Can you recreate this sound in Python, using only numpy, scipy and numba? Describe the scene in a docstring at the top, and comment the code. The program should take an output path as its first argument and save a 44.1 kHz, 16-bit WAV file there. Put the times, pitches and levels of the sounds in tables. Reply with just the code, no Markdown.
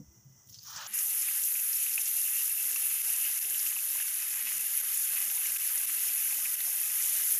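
"""At a gas stove, close up: a fish goes into a pan of hot oil. Two scenes, mono.
First, soft low bumps sound, the gas hisses and the wet skin starts to tick and fizz.
Then steam bubbles of all sizes burst in a steady sizzle, oil spits, bigger pops ring the pan
and a faint hum stays underneath. Each bubble is a decaying sine that rises a little in pitch."""
import sys
import numpy as np
from scipy import signal
from scipy.fft import rfft, irfft, next_fast_len
from scipy.io import wavfile
from scipy.ndimage import uniform_filter1d
from numba import njit

SR = 44100
rng = np.random.default_rng(int(sys.argv[2]) if len(sys.argv) > 2 else 0)


def bounce(signal):
    """Save signal as a 16-bit WAV file at the path given by the first command-line argument."""
    frames = np.transpose(np.atleast_2d(signal))
    limited = np.clip(frames, -1, 1)
    pcm = np.round(limited * 32767).astype(np.int16)
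    wavfile.write(sys.argv[1], SR, pcm)


N = 325899
TIME_S = np.arange(N) / SR
SCENE_CHANGE_S = 0.873

# six bubble sizes, fine to coarse: low_hz, high_hz, base_cycles, scatter_db, clump_db
BUBBLE_SIZES = [(9130, 15800, 14, 2.25, -0.1), (4986, 9120, 15.4, 1.5, 1), (2900, 4800, 14, 0.5, 0.8),
                (1910, 3000, 21.5, 1, 1.2), (783, 2010, 24, 1.1, 1.07), (428, 800, 18, 2, 3.5)]
# like-sized bubbles boil up: centre_s, lift_db, centre_hz, half_length_s
SURGES = [(.495, 4, 3000, .012), (0.5, 14, 13000, .03), (.55, 19, 3200, 0.018), (0.697, 5, 12000, 0.06),
          (0.778, 6, 3500, 0.078), (0.844, 2.5, 1100, 0.023), (0.945, 2, 6500, 0.023),
          (1.217, 2, 5500, 0.021), (1.295, 2.5, 2600, 0.14), (1.86, 5, 4800, 0.079),
          (2.012, 5, 5500, 0.011), (2.073, 5.5, 4200, 0.023), (2.177, 3, 4460, 0.021),
          (2.363, 3, 2500, 0.041), (3.15, 0, 4500, 0.026), (3.275, 4, 2500, 0.039),
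          (3.997, 4.5, 2190, 0.025), (4.08, 2.5, 5500, 0.011), (4.474, 5.5, 2500, 0.025),
          (5.176, 6.5, 2180, 0.014), (6.604, 6.5, 2600, 0.011), (7.11, 4, 5070, 0.15),
          (7.276, 1, 7000, 0.022)]
# sizzle drift: time_s, fine_db, coarse_relative_db
FRY_DRIFT = [(0.96, -30, -15), (1.07, -30, -18.5), (1.3, -31, -15.5), (1.41, -29.5, -19.5),
             (2.07, -31, -16), (2.18, -29.5, -18.5), (4.18, -32, -13.5), (4.43, -33, -12),
             (5.04, -30.5, -15), (5.29, -31, -13), (6.17, -30, -15), (6.62, -31.5, -15), (7.23, -29, -14.5),
             (7.39, -28.5, -18)]
# sizzle onset per size: start_s, depth_db, rise_s, offset_db, coarse_share
FRY_ONSETS = [(0.935, 16.5, 0.0025, 0.48, 0.06), (0.905, 31, 0.016, -5, 0.38),
              (0.99, 10, 0.014, -9.5, 0.91), (0.91, 9, .012, -6, 1), (0.92, 4, .012, -8.5, 1),
              (1, 22, .03, -28, 0.91)]
# sizzle spectrum: freq_hz, gain_db
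FRY_SPECTRUM = [(260, -52), (450, -29.5), (1110, -23.5), (1270, -17), (1410, -21), (1560, -14.5),
                (2400, -13.5), (2620, -15.5), (3270, -10), (4270, -15), (6850, -6.5), (8180, -12.5),
                (11200, 1.5), (13500, -6.5), (15500, -17)]
# sizzle drops and creeps back: start_s, gain_db, recovery_s
LULLS = [(1.965, -3, .015), (2.022, -3.5, 0.05), (3.02, -7, 0.015), (3.393, -10, 0.013),
         (4.03, -3.5, 0.016), (4.43, -3, .03), (4.585, -8, 0.0066), (4.815, -7, 0.013),
         (5.574, -11.5, 0.013), (5.856, -11, 0.0086), (6.556, -5, 0.029)]
# sharp oil spits: start_s, level_db, pitch_hz
SPITS = [(.8725, -29, 11600), (0.9407, -32, 7300), (0.9897, -15, 6820), (1.108, -21, 7250),
         (1.222, -15, 7160), (1.319, -24, 6780), (1.4364, -15.5, 7000), (1.5404, -19, 7000),
         (1.598, -20, 6980), (1.7309, -20, 5450), (1.767, -23, 7300), (1.8347, -21, 7210),
         (1.9385, -22, 5560), (2.0412, -31, 6500), (2.058, -18, 6660), (2.37, -21, 7130),
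         (2.671, -25, 7140), (2.762, -20, 6100), (3.1644, -23, 7300), (3.3148, -25, 6090),
         (3.4989, -20, 6830), (3.5403, -22, 7340), (3.594, -20, 5640), (3.672, -20, 6660),
         (4.1906, -37, 6730), (4.9736, -20, 7350), (5.3003, -31, 6100), (5.3585, -14, 9050),
         (5.469, -18, 7330), (5.5847, -24, 7630), (5.6515, -24, 7340), (5.778, -17, 6800),
         (6.3794, -23, 7820), (6.605, -28, 3720), (7.024, -19, 6530), (7.0514, -32, 6790),
         (1.3959, -17, 11700), (1.9417, -15, 11900), (2.455, -22, 6500), (2.497, -27, 7500),
         (2.629, -19, 9000), (2.715, -17, 9000), (2.784, -31, 7000), (4.5777, -19, 10700),
         (5.4492, -29, 11000), (5.903, -22, 7000)]
# deeper pops: start_s, base_db, pitch_hz
POPS = [(0.986, -28, 2440), (1.286, -21.5, 2460), (1.5536, -25, 2400), (1.5916, -27, 2670),
        (1.865, -24, 2480), (1.916, -28, 2690), (1.9785, -16.5, 2520), (2.197, -28, 2780),
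        (2.73, -27, 2860), (2.76, -24, 2600), (3.097, -28.5, 2600), (3.1416, -29, 2460), (3.448, -25, 2760),
        (3.546, -22, 3140), (3.664, -22, 2720), (3.726, -28, 2720), (3.7647, -23, 2680),
        (3.788, -24.5, 2560), (4.0013, -25, 1860), (4.47, -29, 2680), (4.5195, -24, 2000),
        (5.135, -27, 2700), (5.1675, -22.5, 2490), (5.3006, -24.5, 2780), (5.3785, -25, 2530),
        (5.4166, -29, 2550), (5.4575, -23.5, 2250), (5.563, -21.5, 2680), (5.644, -32, 2410),
        (5.949, -32, 2700), (6.093, -28, 2580), (6.275, -25.5, 2240), (6.307, -25, 2340),
        (6.329, -25, 2500), (6.36, -33, 2500), (6.4542, -22, 2340), (6.461, -24.5, 2330),
        (6.55, -26.5, 2630), (6.5915, -28, 1980), (6.606, -26, 1950), (6.648, -26.5, 1910),
        (4.0587, -31, 2620), (5.61, -29, 2960), (5.7144, -33, 2950), (5.897, -27, 1900),
        (6.8987, -26, 2360), (7.017, -28, 1800), (7.1966, -33, 2600), (7.272, -30, 2400)]
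# large bubbles: start_s, level_db, pitch_hz
GURGLES = [(1.985, -49, 824), (2.479, -55, 1060), (2.76, -43, 1130), (3.424, -55, 820), (3.45, -56, 396),
           (3.764, -46, 1080), (3.953, -45, 1020), (3.978, -51, 850), (4.469, -47, 1090),
           (4.508, -50, 1040), (5.136, -54, 638), (5.318, -54, 770), (5.37, -48, 990), (5.713, -52, 880),
           (6.324, -49, 835), (6.387, -50, 820), (6.461, -57, 845), (7.039, -55, 610), (7.169, -58, 1040)]
# pan resonances: centre_hz, width_hz, lift_db
PAN_MODES = [(823, 38, 4), (2100, 126, 1.5), (3720, 50, 4.5), (4300, 32, 6.5), (2920, 63, 3.5),
             (3296, 53, -5.5), (11370, 320, -0.5), (11360, 200, -4.5), (13140, 370, 4.5),
             (13650, 250, -0.5)]
# main pan ring, sinking as the oil settles: time_s, pitch_hz, lift_db
PAN_MAIN_MODE = [(.9, 2720, 7.5), (1.6, 2640, 10.5), (2.15, 2680, 9.5), (2.4, 2680, 11.5), (3.0, 2616, 11),
                 (3.6, 2690, 7.5), (4.4, 2600, 9.5), (5.4, 2640, 6), (6.2, 2620, 8), (7.39, 2570, 4.5)]
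# first fizz per size: start_s, depth_db, rise_s, full_db
TOUCH_ONSETS = [(.46, 21.5, 0.19, -49), (.46, 32, 0.069, -50), (.47, 47, 0.17, -50), (.58, 36, 0.13, -51),
                (.63, 35, 0.04, -50.5), (.72, 37, 0.028, -57.5)]
# first fizz spectrum: freq_hz, gain_db
TOUCH_SPECTRUM = [(260, -70), (450, -46), (587, -16), (701, -21), (916, -5), (1650, -7), (2260, -21),
                  (2470, -13), (2620, -17), (2950, -11), (5490, -11), (6650, -11.5), (7710, -27),
                  (11500, -29), (13600, -29), (14400, -14), (15500, -11.5)]
# wet skin ticks: start_s, base_db, pitch_hz, edge_db, edge_hz
TICKS = [(0.4728, -51, 6450, -51, 10500), (.489, -61, 3300, -60, 6000), (0.4956, -44, 5700, -40, 11500),
         (0.5266, -43, 5630, -40, 15000), (0.544, -37.5, 5430, -43, 11000), (0.587, -38, 5100, -55, 14300),
         (0.631, -41, 5140, -36, 12500), (0.6824, -46, 5660, -40, 14400), (0.7018, -43, 6590, -40, 9500),
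         (0.728, -40, 5700, -42, 13200), (0.761, -32, 5630, -33, 9200), (0.772, -32, 5940, -48, 14200),
         (0.8114, -38.5, 6450, -39, 8600), (0.8647, -31, 5860, -42, 11500)]
# gas hiss spectrum: freq_hz, gain_db
GAS_SPECTRUM = [(240, -14), (400, -3), (425, -16), (913, -7), (1870, -17.5), (2020, -2), (2180, -28),
                (3450, -17), (4150, -39), (5720, 5.5), (8520, -14), (12500, -27), (15500, 0)]
# soft bumps: peak_s, level_db, pitch_hz, rise_s, fade_s
BUMPS = [(.004, -46.5, 190, 0.022, 0.006), (.025, -51, 150, 0.01, 0.013), (.012, -54.5, 290, 0.028, 0.016),
         (.015, -64, 495, 0.0097, 0.013), (.085, -59, 70, 0.025, 0.036), (0.129, -72, 335, 0.047, 0.059),
         (.186, -63, 115, .02, 0.02), (.272, -53.5, 134, 0.016, 0.054), (.38, -68, 105, .02, .02),
         (.48, -62, 115, .015, .015), (.518, -57, 110, 0.019, 0.011), (.585, -59, 116, 0.013, 0.013),
         (.645, -64, 112, .012, .012), (.7, -67, 122, .014, 0.014), (.758, -61, 108, 0.024, 0.026),
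         (.858, -65, 115, 0.013, .014)]
# rumble spectrum: freq_hz, gain_db
RUMBLE_SPECTRUM = [(15, -52), (25, -23), (43, -17), (128, -4), (207, -10), (263, -20), (339, -26),
                   (403, -29), (430, -25), (600, -27), (780, -37), (1320, -120)]
# low noise swells: peak_s, level_db, fade_s
LOW_SWELLS = [(.93, -83, 0.058), (1.13, -73, 0.034), (1.95, -74, .015), (2.49, -72, 0.022),
              (2.75, -72, 0.029), (3.14, -79, 0.023), (3.27, -71, 0.015), (3.45, -73, 0.021),
              (3.53, -78, 0.19), (3.98, -71, 0.04), (4.31, -72, 0.035), (4.45, -64, 0.01),
              (4.53, -76, 0.14), (5.13, -66, 0.015), (5.29, -73, .06), (5.43, -70, .035), (5.86, -78, 0.03),
              (5.92, -75, 0.095), (6.33, -65, 0.051), (7.04, -69, 0.026), (7.17, -66, 0.064),
              (7.38, -81, 0.046)]
# low noise spectrum: freq_hz, gain_db
LOW_NOISE_SPECTRUM = [(15, -41), (30, -9), (48, -13), (80, -12), (165, -6), (199, 0.5), (227, -4.5),
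                      (387, -1.5), (512, -8.5), (600, -12), (780, -13), (1320, -120)]


def sizzle():
    """Steam bubbles and crackle ring the pan, with drift, surges and lulls."""
    fine_db, coarse_db = follow(FRY_DRIFT)
    levels_db = [fine_db + share * coarse_db + offset_db + onset_db(*onset)
                 for *onset, offset_db, share in FRY_ONSETS]
    lull_db = sum(db * (TIME_S > start_s) * np.exp(-np.abs(TIME_S - start_s) / recovery_s)
                  for start_s, db, recovery_s in LULLS)
    return pan_ring(fizz(levels_db, FRY_SPECTRUM) + crackle()) * undb(lull_db)


def fizz(levels_db, spectrum):
    """One swarm per bubble size, each with its own level and surges."""
    mix = sum(undb(db + surge_db(*size[:2])) * unit(colour(swarm(*size), spectrum))
              for size, db in zip(BUBBLE_SIZES, levels_db))
    return undb(0.46 * walk(14)) * mix


def swarm(low_hz, high_hz, base_cycles, scatter_db, clump_db):
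    """Random bubbles in clumps, a few much larger; countless finer ones merge into hiss."""
    rate_per_s = 1.5 * max(round(high_hz - low_hz, -3), 500)
    pitch, strength, when, length = rng.random((int(rate_per_s * N / SR), 4)).T
    hz = low_hz + (high_hz - low_hz) * pitch
    gain = np.sqrt(hz) * undb(scatter_db * np.minimum(-np.log(1 - strength), 6))
    # a spot of skin briefly spits like-sized bubbles: pitch x time patches
    patch_db = 2.6 * rng.standard_normal((24, 250))
    gain *= undb(patch_db[(24 * pitch).astype(int), (250 * when).astype(int)])
    cycles = base_cycles * (0.5 + 3.7 * length ** 4)
    bubbles = ring_bubbles((when * N).astype(np.int64), hz, cycles, gain, glide=0.1)
    hiss = signal.sosfilt(bandpass(low_hz, high_hz), rng.standard_normal(N))
    return (unit(bubbles) + 0.72 * unit(hiss)) * undb(clump_db * walk(20))


@njit
def ring_bubbles(start_sample, hz, cycles, gain, glide):
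    """Each bubble swells for one cycle and dies 60 dB over its cycles; glide raises its pitch."""
    out = np.zeros(N)
    for k, start in enumerate(start_sample):
        samples = int(cycles[k] * SR / hz[k])
        decay = 1000. ** (-1. / samples)
        phase, step, amplitude = 0., 2 * np.pi * hz[k] / SR, gain[k]
        for i in range(start, min(start + samples, N)):
            out[i] += amplitude * np.sin(phase) * min(phase / (2 * np.pi), 1.)
            phase += step
            step *= 1 + glide / samples
            amplitude *= decay
    return out


def surge_db(low_hz, high_hz):
    """Lift of one bubble size, greatest from surges near its pitch."""
    centre_s, lift_db, centre_hz, half_length_s = np.transpose(SURGES)
    octaves = np.log2(np.sqrt(low_hz * high_hz) / centre_hz)
    return (lift_db * np.exp(-octaves ** 2)) @ bell(centre_s[:, None], half_length_s[:, None])


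def crackle(rate_per_s=260, cycles=7.):
    """Dry high snaps, most small, a few sharp."""
    pitch, strength, when = rng.random((int(rate_per_s * N / SR), 3)).T
    hz = 4500 * 3 ** pitch
    gain = (hz / 5000) ** -0.16 * undb(3 * np.minimum(-np.log(1 - strength), 3.5))
    snaps = ring_bubbles((when * N).astype(np.int64), hz, np.full(len(hz), cycles), gain, glide=0.)
    level_db = -49.5 + onset_db(start_s=0.84, depth_db=14, rise_s=0.025)
    return undb(level_db) * unit(colour(snaps, FRY_SPECTRUM))


def bursts(start_s, level_db, pitch_hz, cycles, spray_db, drops=5, spray_s=0.0072):
    """Single bubbles, each trailed by a spray of smaller drops."""
    delay, detune = rng.random((len(start_s), drops, 2)).T
    starts = (np.vstack([start_s, start_s + spray_s * delay]).ravel() * SR).astype(np.int64)
    hz = np.vstack([pitch_hz, pitch_hz * (0.885 + 0.43 * detune)]).ravel()
    gain = undb(np.concatenate([level_db, np.tile(level_db + spray_db, drops)]))
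    return ring_bubbles(starts, np.minimum(hz, 0.4 * SR), np.resize(cycles, len(hz)), gain, glide=0.025)


def spits():
    """Oil spits in sharp, high bursts."""
    return bursts(*np.transpose(SPITS), cycles=22, spray_db=-11)


def pops():
    """A dry crack, then a brief ring of the pan; louder pops ring longer."""
    start_s, base_db, hz = np.transpose(POPS)
    crack = bursts(start_s, base_db - 2, 1.27 * hz, cycles=4.7, spray_db=-15)
    cycles = 12 * undb(0.2 * (base_db + 34.5))
    body = bursts(start_s, base_db - 4.5, hz, cycles, spray_db=-13)
    return pan_ring(body) + crack


def pan_ring(x, main_width_hz=95, waver_hz=30):
    """The pan lifts or dips narrow bands of what bursts in it; its main mode moves."""
    for hz, width_hz, lift_db in PAN_MODES:
        x = x + (undb(lift_db) - 1) * signal.lfilter(*signal.iirpeak(hz, hz / width_hz, SR), x)
    main_hz, main_db = follow(PAN_MAIN_MODE)
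    # moving band-pass: shift to 0 Hz, low-pass, shift back
    carrier = np.exp(2j * np.pi * np.cumsum(main_hz + waver_hz * walk(9)) / SR)
    pole = np.exp(-np.pi * main_width_hz / SR)
    band = 2 * np.real(carrier * signal.lfilter([1 - pole], [1, -pole], x / carrier))
    return x + (undb(main_db + walk(12)) - 1) * band


def gurgles():
    """Single large bubbles come up."""
    return bursts(*np.transpose(GURGLES), cycles=31, spray_db=-11)


def skin_fizz():
    """Wet skin meets the oil; the fizz spreads from fine to coarse bubbles."""
    return fizz([full_db + onset_db(*onset) for *onset, full_db in TOUCH_ONSETS], TOUCH_SPECTRUM)


def skin_ticks():
    """First ticks of wet skin: a sharp snap, a spit and a bright edge."""
    start_s, base_db, hz, edge_db, edge_hz = np.transpose(TICKS)
    snap = bursts(start_s, base_db - 2, hz, cycles=8., spray_db=-20)
    spit = bursts(start_s, base_db - 0.5, hz, cycles=66., spray_db=-5)
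    edge = bursts(start_s, edge_db, edge_hz, cycles=24., spray_db=-5)
    return snap + spit + edge


def gas_hiss():
    """Gas hisses at a flickering level."""
    return undb(-60.5 + 2.8 * walk(16.4)) * unit(colour(rng.standard_normal(N), GAS_SPECTRUM))


def bumps_and_rumble():
    """Faint low noise; each bump is a short soft tone plus a swell of that noise."""
    noise = unit(colour(rng.standard_normal(N), RUMBLE_SPECTRUM))
    out = undb(-71 + 1.9 * walk(19.1)) * noise
    for peak_s, db, hz, rise_s, fade_s in BUMPS:
        fade = np.exp(-np.abs(TIME_S - peak_s) / fade_s)
        envelope = np.where(TIME_S < peak_s, bell(peak_s, rise_s), fade)
        tone = np.sqrt(2) * np.sin(2 * np.pi * (hz * TIME_S + rng.random()))
        out += undb(db) * envelope * (tone + 0.29 * noise)
    return out


def low_noise(rise_s=0.021):
    """Low noise swells and fades; its deepest band flickers on and off at random."""
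    noise = unit(colour(rng.standard_normal(N) * undb(2.6 * walk(22)), LOW_NOISE_SPECTRUM))
    deep = signal.sosfiltfilt(bandpass(42, 148), noise)
    deep_db = np.minimum(-2 + 8 * walk(13), 4)
    noise += (undb(deep_db) - 1) * deep
    peak_s, level_db, fade_s = np.transpose(LOW_SWELLS)
    since_s = TIME_S - peak_s[:, None]
    swells = undb(level_db) @ np.exp(np.where(since_s < 0, since_s / rise_s, -since_s / fade_s[:, None]))
    return (undb(-76 + 2 * walk(6.7)) + swells) * noise


def hum(pitch_hz=199.2):
    """A faint tone wavers in level and swells once."""
    level_db = -86.5 + 23 * bell(centre_s=0.92, half_length_s=0.037) + 2 * walk(21)
    return np.sqrt(2) * undb(level_db) * np.sin(2 * np.pi * pitch_hz * TIME_S)


def onset_db(start_s, depth_db, rise_s):
    """Waits depth_db down, then approaches 0 dB."""
    return -depth_db * np.exp(-np.maximum(TIME_S - start_s, 0) / rise_s)


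def bell(centre_s, half_length_s):
    """Gaussian envelope, peak 1."""
    return np.exp(-((TIME_S - centre_s) / half_length_s) ** 2)


def walk(rate_hz):
    """Random levels joined by ramps, rms 1."""
    hold = int(SR / rate_hz)
    steps = np.repeat(rng.standard_normal(N // hold + 1), hold)
    return unit(uniform_filter1d(steps, hold)[:N])


def follow(curve):
    """Columns of a timed table, per sample."""
    time_s, *columns = np.transpose(curve)
    return [np.interp(TIME_S, time_s, column) for column in columns]


def colour(x, spectrum):
    """Filter by (freq_hz, gain_db) points."""
    hz, db = np.transpose(spectrum)
    size = next_fast_len(N)
    bins_hz = np.maximum(np.arange(size // 2 + 1) * SR / size, 1)
    gain = undb(np.interp(np.log(bins_hz), np.log(hz), db))
    return irfft(rfft(x, size) * gain, size)[:N]


def bandpass(low_hz, high_hz):
    return signal.butter(2, [low_hz, high_hz], "band", fs=SR, output="sos")


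def undb(db):
    return 10 ** (np.asarray(db) / 20)


def unit(x):
    return x / np.sqrt(np.mean(x ** 2))


def scene(crossfade_s=0.0014):
    """The scene changes from the first touch to full frying; spits and pops on top. Both channels alike."""
    blend = np.clip((TIME_S - SCENE_CHANGE_S) / crossfade_s, 0, 1)
    touch = gas_hiss() + skin_fizz() + skin_ticks() + bumps_and_rumble()
    frying = sizzle() + low_noise() + hum() + gurgles()
    mono = (1 - blend) * touch + blend * frying + spits() + pops()
    return np.array([mono, mono])


def record(dry):
    """Steep low-pass on the top treble."""
    cutoff_hz = 15510
    return signal.sosfilt(signal.ellip(20, 0.3, 80, cutoff_hz, fs=SR, output="sos"), dry)


dry = scene()
out = record(dry)
bounce(out)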